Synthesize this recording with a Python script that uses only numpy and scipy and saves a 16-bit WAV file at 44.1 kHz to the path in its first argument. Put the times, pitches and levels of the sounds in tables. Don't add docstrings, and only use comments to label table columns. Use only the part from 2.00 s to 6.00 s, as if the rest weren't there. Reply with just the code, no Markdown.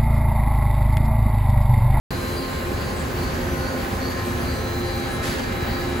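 import sys
import numpy as np
from scipy import signal
from scipy.fft import rfft, irfft
from scipy.io import wavfile

SR = 44100
rng = np.random.default_rng(int(sys.argv[2]) if len(sys.argv) > 2 else 0)


def transcribe(signal):
    frames = np.atleast_2d(signal).T
    limited = np.clip(frames, -1, 1)
    pcm = np.round(limited * 32767).astype(np.int16)
    wavfile.write(sys.argv[1], SR, pcm)


N = 176400

# (frequency [Hz], correlation [-1 to 1])
CORRELATION = [(30, 1), (120, 0.93), (280, 0.84), (500, 0.49), (800, 0.43), (1500, -.1), (2200, 0.28),
               (3500, 0.4), (4500, 0.73), (5600, 0.09), (7000, 0.76), (9000, 1), (13000, 0.7), (16000, .7)]


def undb(db):
    return 10 ** (np.asarray(db) / 20)


def times():
    return np.arange(N) / SR


def bins():
    return np.arange(N // 2 + 1) * SR / N


def curve(rows):
    return np.interp(times(), *np.array(rows).T)


def along(rows, hz):
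    frequencies, values = np.array(rows).T
    return np.interp(np.log(hz + 1e-3), np.log(frequencies), values)


def bell(offset, width):
    return np.exp(-.5 * (offset / width) ** 2)


def flicker(rate_hz):
    motion = irfft(rfft(rng.standard_normal(N)) * np.exp(-(bins() / rate_hz) ** 2), N)
    return motion / motion.std()


def drift(rate_hz, points=200):
    hz = bins()[:points // 2 + 1]
    lowpass = np.exp(-(hz / rate_hz) ** 2) * (hz > 0)
    motion = irfft(rfft(rng.standard_normal(points)) * lowpass, points)
    return np.interp(np.linspace(0, points - 1, N), np.arange(points), motion / motion.std())


def phase_per_hz(wander, rate_hz=4):
    return 2 * np.pi * np.cumsum(1 + wander * drift(rate_hz)) / SR


def walk_gain(levels_db, passing_s=(0.44, 1.94, 3.03)):
    return undb(curve(list(zip(passing_s, levels_db))))


def room_noise(gain):
    alike = np.clip(along(CORRELATION, bins()), -.995, .995)
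    spectra = rfft(rng.standard_normal((2, N))) * gain
    mid, side = spectra * np.sqrt(np.array([1 + alike, 1 - alike]) * SR / 4)
    return irfft(np.array([mid + side, mid - side]), N)


def room_tone(phase, hz, scatter, rate_hz):
    alike = np.clip(along(CORRELATION, hz), -.99, .99)
    mid = 1 + scatter * (drift(rate_hz) + 1j * drift(rate_hz)) / np.sqrt(2)
    side = 1j + scatter * (drift(rate_hz) + 1j * drift(rate_hz)) / np.sqrt(2)
    phasors = np.sqrt(1 + alike) * mid + np.sqrt(1 - alike) * side * np.array([[1], [-1]])
    return (phasors * np.exp(1j * phase)).real / np.sqrt(1 + scatter ** 2)


def panel_response(ripple_db=2.2, spacing_hz=9):
    hz = np.arange(0, SR / 2, spacing_hz)
    ripple = np.interp(bins(), hz, rng.standard_normal(len(hz)))
    gain = undb(ripple_db * ripple * np.minimum(bins() / 300, 1))
    return gain / np.sqrt(np.mean(gain ** 2))


def enclosure_wash(octaves=9, lowest_hz=50, treble_hz=9400):
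    # (frequency [Hz], spectral density [dB per Hz])
    density = [(20, -82), (35, -56), (52, -50.5), (78, -49.5), (98, -52), (130, -51.5), (180, -56),
               (255, -53.5), (305, -60.5), (450, -60.5), (700, -64.5), (1000, -64.5), (1650, -65.5),
               (2200, -69.5), (3000, -75), (3700, -77.5), (4500, -76.5), (5500, -81.5), (7000, -83),
               (10000, -84), (12000, -86), (16000, -87.5)]
    # (time [s], level [dB])
    nearness = [(.1, -1), (.8, 0.5), (2, 0), (3, -0.6), (4, 0.1)]
    # (time [s], level [dB])
    treble_level = [(.1, 2.5), (.7, 0), (1.4, -2), (2.3, 0.5), (3, 0.5), (3.6, -4), (4, -0.5)]
    spectrum = rfft(room_noise(undb(along(density, bins())) * panel_response()))
    octave = np.clip(np.log2((bins() + 1) / lowest_hz), 0, octaves - 1)
    wash = 0
    for k in range(octaves):
        band = irfft(spectrum * np.maximum(0, 1 - abs(octave - k)), N)
        treble_share = min(1, (lowest_hz * 2 ** k / treble_hz) ** 2)
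        wash += band * undb(0.96 * flicker(rate_hz=20) + treble_share * curve(treble_level))
    return wash * undb(curve(nearness) + 0.45 * drift(rate_hz=3.5))


def motor_hum():
    # (frequency [Hz], level at each of the three places on the walk [dB])
    lines = [(35, -45, -44, -42.5), (72.35, -41, -43, -40.5), (84.24, -38.5, -35, -36.5),
             (109.8, -48, -38.5, -38.5), (119.2, -46, -54, -42.5), (238.6, -45.5, -38.5, -39),
             (266.1, -43.5, -57, -42), (338, -48, -42, -57), (354.3, -35.5, -38, -33),
             (375, -43, -60, -48.5), (439.4, -55, -51, -52), (480, -50, -48, -53), (535.5, -49, -41, -44.5),
             (586, -53, -48, -58), (802.5, -54, -49, -42.5), (908, -57, -48, -54), (1493, -57, -58, -51),
             (1701, -60, -56, -42)]
    hum = 0
    for hz, *levels_db in lines:
        phase = hz * phase_per_hz(wander=.004) + rng.uniform(0, 2 * np.pi)
        hum += walk_gain(levels_db) * room_tone(phase, hz, scatter=.7, rate_hz=10)
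    return hum


def whine(hz=1706):
    # (time [s], level [dB])
    level = [(.1, -53), (.4, -56), (.7, -49), (1.2, -49), (1.55, -50), (1.9, -47), (2.35, -38.5),
             (2.6, -58), (4, -58)]
    phase = hz * phase_per_hz(wander=.0012, rate_hz=9.1)
    return room_tone(phase, hz, scatter=.4, rate_hz=5) * undb(curve(level))


def groan(band_hz=61):
    # (time [s], frequency [Hz], level [dB])
    glide = [(1.3, 1663, -59), (1.46, 1574, -39.5), (1.58, 1466, -42), (1.7, 1464, -37), (1.9, 1440, -62)]
    at_s, hz, db = np.array(glide).T
    phase = 2 * np.pi * np.cumsum(curve(np.c_[at_s, hz])) / SR
    channels = [flicker(band_hz) * np.cos(phase) + flicker(band_hz) * np.sin(phase) for _ in range(2)]
    return np.array(channels) * undb(curve(np.c_[at_s, db]))


def drive_sidebands(carrier_hz=4007.5, spacing_hz=60, outer_db=-22):
    # (time [s], level [dB])
    lower_level = [(.1, -58), (.5, -59), (1.1, -55), (1.8, -53), (2.35, -75), (2.65, -51), (3, -41.5),
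                   (3.25, -46), (3.42, -54.5), (3.6, -45), (4, -47)]
    # (time [s], level [dB])
    upper_level = [(.1, -45.5), (.85, -48.5), (1.2, -59), (1.6, -62), (2.35, -55), (2.6, -46), (2.95, -43),
                   (3.2, -54), (3.7, -59), (4, -62)]
    sidebands = 0
    for offset_hz, level in ((-spacing_hz, lower_level), (spacing_hz, upper_level)):
        for k, db in ((1, 0), (3, outer_db)):
            phase = 2 * np.pi * (carrier_hz + k * offset_hz) * times()
            line = room_tone(phase, carrier_hz, scatter=0.37, rate_hz=0.97)
            sidebands += line * undb(curve(level) + db)
    return sidebands


def servo_whistles(fade_db=5):
    # (frequency [Hz], RMS level [dB])
    lines = [(6599, -61), (7073, -61), (7601, -67), (7848, -68), (8134, -62), (8381, -59), (8683, -62),
             (8973, -56), (9571, -68), (9829, -60), (10174, -60.5), (11051, -67.5), (11423, -61.5),
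             (11666, -58), (12100, -71), (12360, -56), (12774, -68), (13022, -57), (13495, -60),
             (13705, -68), (14220, -65), (14430, -65), (14922, -67), (15160, -65), (15643, -61)]
    whistles = 0
    for hz, db in lines:
        fade = undb(fade_db * drift(rate_hz=7))
        fade /= np.sqrt(np.mean(fade ** 2) / 2)
        whistles += undb(db) * fade * np.sin(hz * phase_per_hz(wander=.0007, rate_hz=17.7))
    return whistles


def whistle_flares():
    # (time [s], frequency [Hz], highest RMS level [dB], Gaussian width [s])
    swells = [(.14, 11666, -53, 0.046), (.21, 9829, -51, 0.051), (.28, 12360, -54, 0.088),
              (.3, 11600, -53, 0.099), (.362, 8660, -43, 0.065), (.5, 8683, -48, .025),
              (.51, 13022, -43, .04), (0.566, 7601, -50, .05), (.6, 9400, -53, .035), (.6, 12360, -56, .05),
              (0.994, 8080, -43, 0.03), (1.16, 14922, -47, .05), (1.544, 11423, -48, 0.065),
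              (1.69, 12700, -51, .04), (1.82, 15643, -57, .05), (1.85, 14922, -53, .12),
              (2.103, 11423, -49, 0.031), (2.26, 12260, -45.5, .06), (2.274, 8134, -45, 0.037),
              (2.38, 11051, -52, 0.067), (2.57, 8381, -48, 0.065), (2.76, 14922, -48, .045),
              (2.922, 10174, -55, .07), (2.965, 14922, -45, .018), (3.144, 10174, -45, .032),
              (3.68, 14800, -53, 0.036), (3.68, 15643, -53, .1)]
    flares = 0
    for at_s, hz, db, width_s in swells:
        whistle = np.sqrt(2) * np.sin(hz * phase_per_hz(wander=.0007, rate_hz=19))
        flares += undb(db) * bell(times() - at_s, width_s) * whistle
    return flares


def metal_rasp(centre_hz=5992, flutter_hz=97):
    # (offset from the centre [flutter steps], relative level [dB])
    lines = [(-1.1, -0.5), (0, 2.5), (0.92, 2)]
    # (time [s], level [dB])
    level = [(1, -70), (1.3, -58), (1.55, -55), (1.9, -64), (2.25, -57.5), (2.9, -58.5), (3.3, -73)]
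    turn = phase_per_hz(wander=.0018, rate_hz=19.6)
    ring = 0
    for steps, db in lines:
        phase = (centre_hz + steps * flutter_hz) * turn
        ring += undb(db) * room_tone(phase, centre_hz, scatter=.9, rate_hz=8.6)
    return ring * undb(curve(level))


def rubbing_swishes(first_s=.41, period_s=.416, rise_s=.055, fall_s=.07, band_hz=28):
    # (frequency [Hz], relative level [dB])
    modes = [(4215, -7), (4300, -2), (4385, -0.5), (4450, -3), (4520, 0), (4590, -3), (4650, -0.5),
             (4720, 2), (4790, -6), (4880, -13)]
    # (time [s], level [dB])
    level = [(.42, -42.5), (.83, -42.5), (1.25, -42), (1.67, -41), (2.08, -40), (2.5, -42), (2.9, -41.5),
             (3.3, -41.5), (3.75, -43)]

    def from_nearest(rub_s):
        return (times() - rub_s + period_s / 2) % period_s - period_s / 2

    offset_s = from_nearest(first_s)
    strong_rub = bell(offset_s, np.where(offset_s < 0, rise_s, fall_s))
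    weak_rub = 0.4 * bell(from_nearest(first_s + 0.16), width=0.031)
    scrape = 0
    for hz, db in modes:
        resonance = 1 / (1 + ((bins() - hz) / band_hz) ** 2)
        scrape += room_noise(resonance) * undb(db + 2.2 * drift(rate_hz=8.8))
    ragged_gain = undb(curve(level) + drift(rate_hz=20))
    return scrape / scrape.std() * (strong_rub + weak_rub) * ragged_gain


def spray(start_s=3.213, attack_s=.03, hold_s=.035, body_decay_s=0.25, treble_decay_s=0.13):
    # (frequency [Hz], spectral density [dB per Hz])
    density = [(300, -85), (900, -73), (1700, -65.5), (3000, -71), (4500, -72.5), (7000, -76),
               (11500, -77.5), (13500, -88), (16000, -91)]
    since_s = times() - start_s
    attack = np.clip(since_s / attack_s, 0, 1)
    dying_s = np.maximum(since_s - attack_s - hold_s, 0)
    hiss = room_noise(undb(along(density, bins())))
    body = irfft(rfft(hiss) / (1 + (bins() / 5500) ** 4), N)
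    treble = hiss - body
    decaying = body * np.exp(-dying_s / body_decay_s) + treble * np.exp(-dying_s / treble_decay_s)
    sputter = undb(2 * flicker(rate_hz=150))
    return attack * decaying * sputter


def spindle(fundamental_hz=262.4):
    # (harmonic number, level at each of the three places on the walk [dB])
    harmonics = [(1, -41, -40, -43), (2, -40, -40.5, -42.5), (3, -50, -48, -44.5), (4, -41.5, -41, -47),
                 (5, -54, -49, -43.5), (6, -47, -55, -50), (7, -69, -45.5, -47.5), (8, -61, -70, -48),
                 (9, -54, -54, -48), (10, -61, -61, -78), (11, -55, -57.5, -56)]
    fundamental_phase = fundamental_hz * phase_per_hz(wander=0.0012)
    song = 0
    for k, *levels_db in harmonics:
        phase = k * fundamental_phase + rng.uniform(0, 2 * np.pi)
        song += walk_gain(levels_db) * room_tone(phase, k * fundamental_hz, scatter=0.6, rate_hz=5)
    return song


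def scene():
    machine = enclosure_wash() + spindle() + motor_hum() + whine() + groan()
    drives = drive_sidebands() + servo_whistles() + whistle_flares()
    return machine + drives + metal_rasp() + rubbing_swishes() + spray()


def record(dry, lag_s=0.00025, lag_from_hz=6986, start_s=.106, top_hz=15750):
    # (frequency [Hz], left minus right level [dB])
    balance = [(60, 0.5), (150, -1), (700, -0.3), (1500, -2), (2300, 0), (3000, 2.5), (5500, 3),
               (7000, -0.5)]
    phase_lag = 2 * np.pi * lag_s * np.maximum(bins() - lag_from_hz, 0)
    left = undb(along(balance, bins()) / 2) * np.exp(-1j * phase_lag / 2)
    heard = irfft(rfft(dry) * np.array([left, 1 / left]), N) * (times() >= start_s)
    lowpass = signal.ellip(10, .2, 80, top_hz, fs=SR, output="sos")
    return signal.sosfilt(lowpass, heard)


dry = scene()
out = record(dry)
transcribe(out)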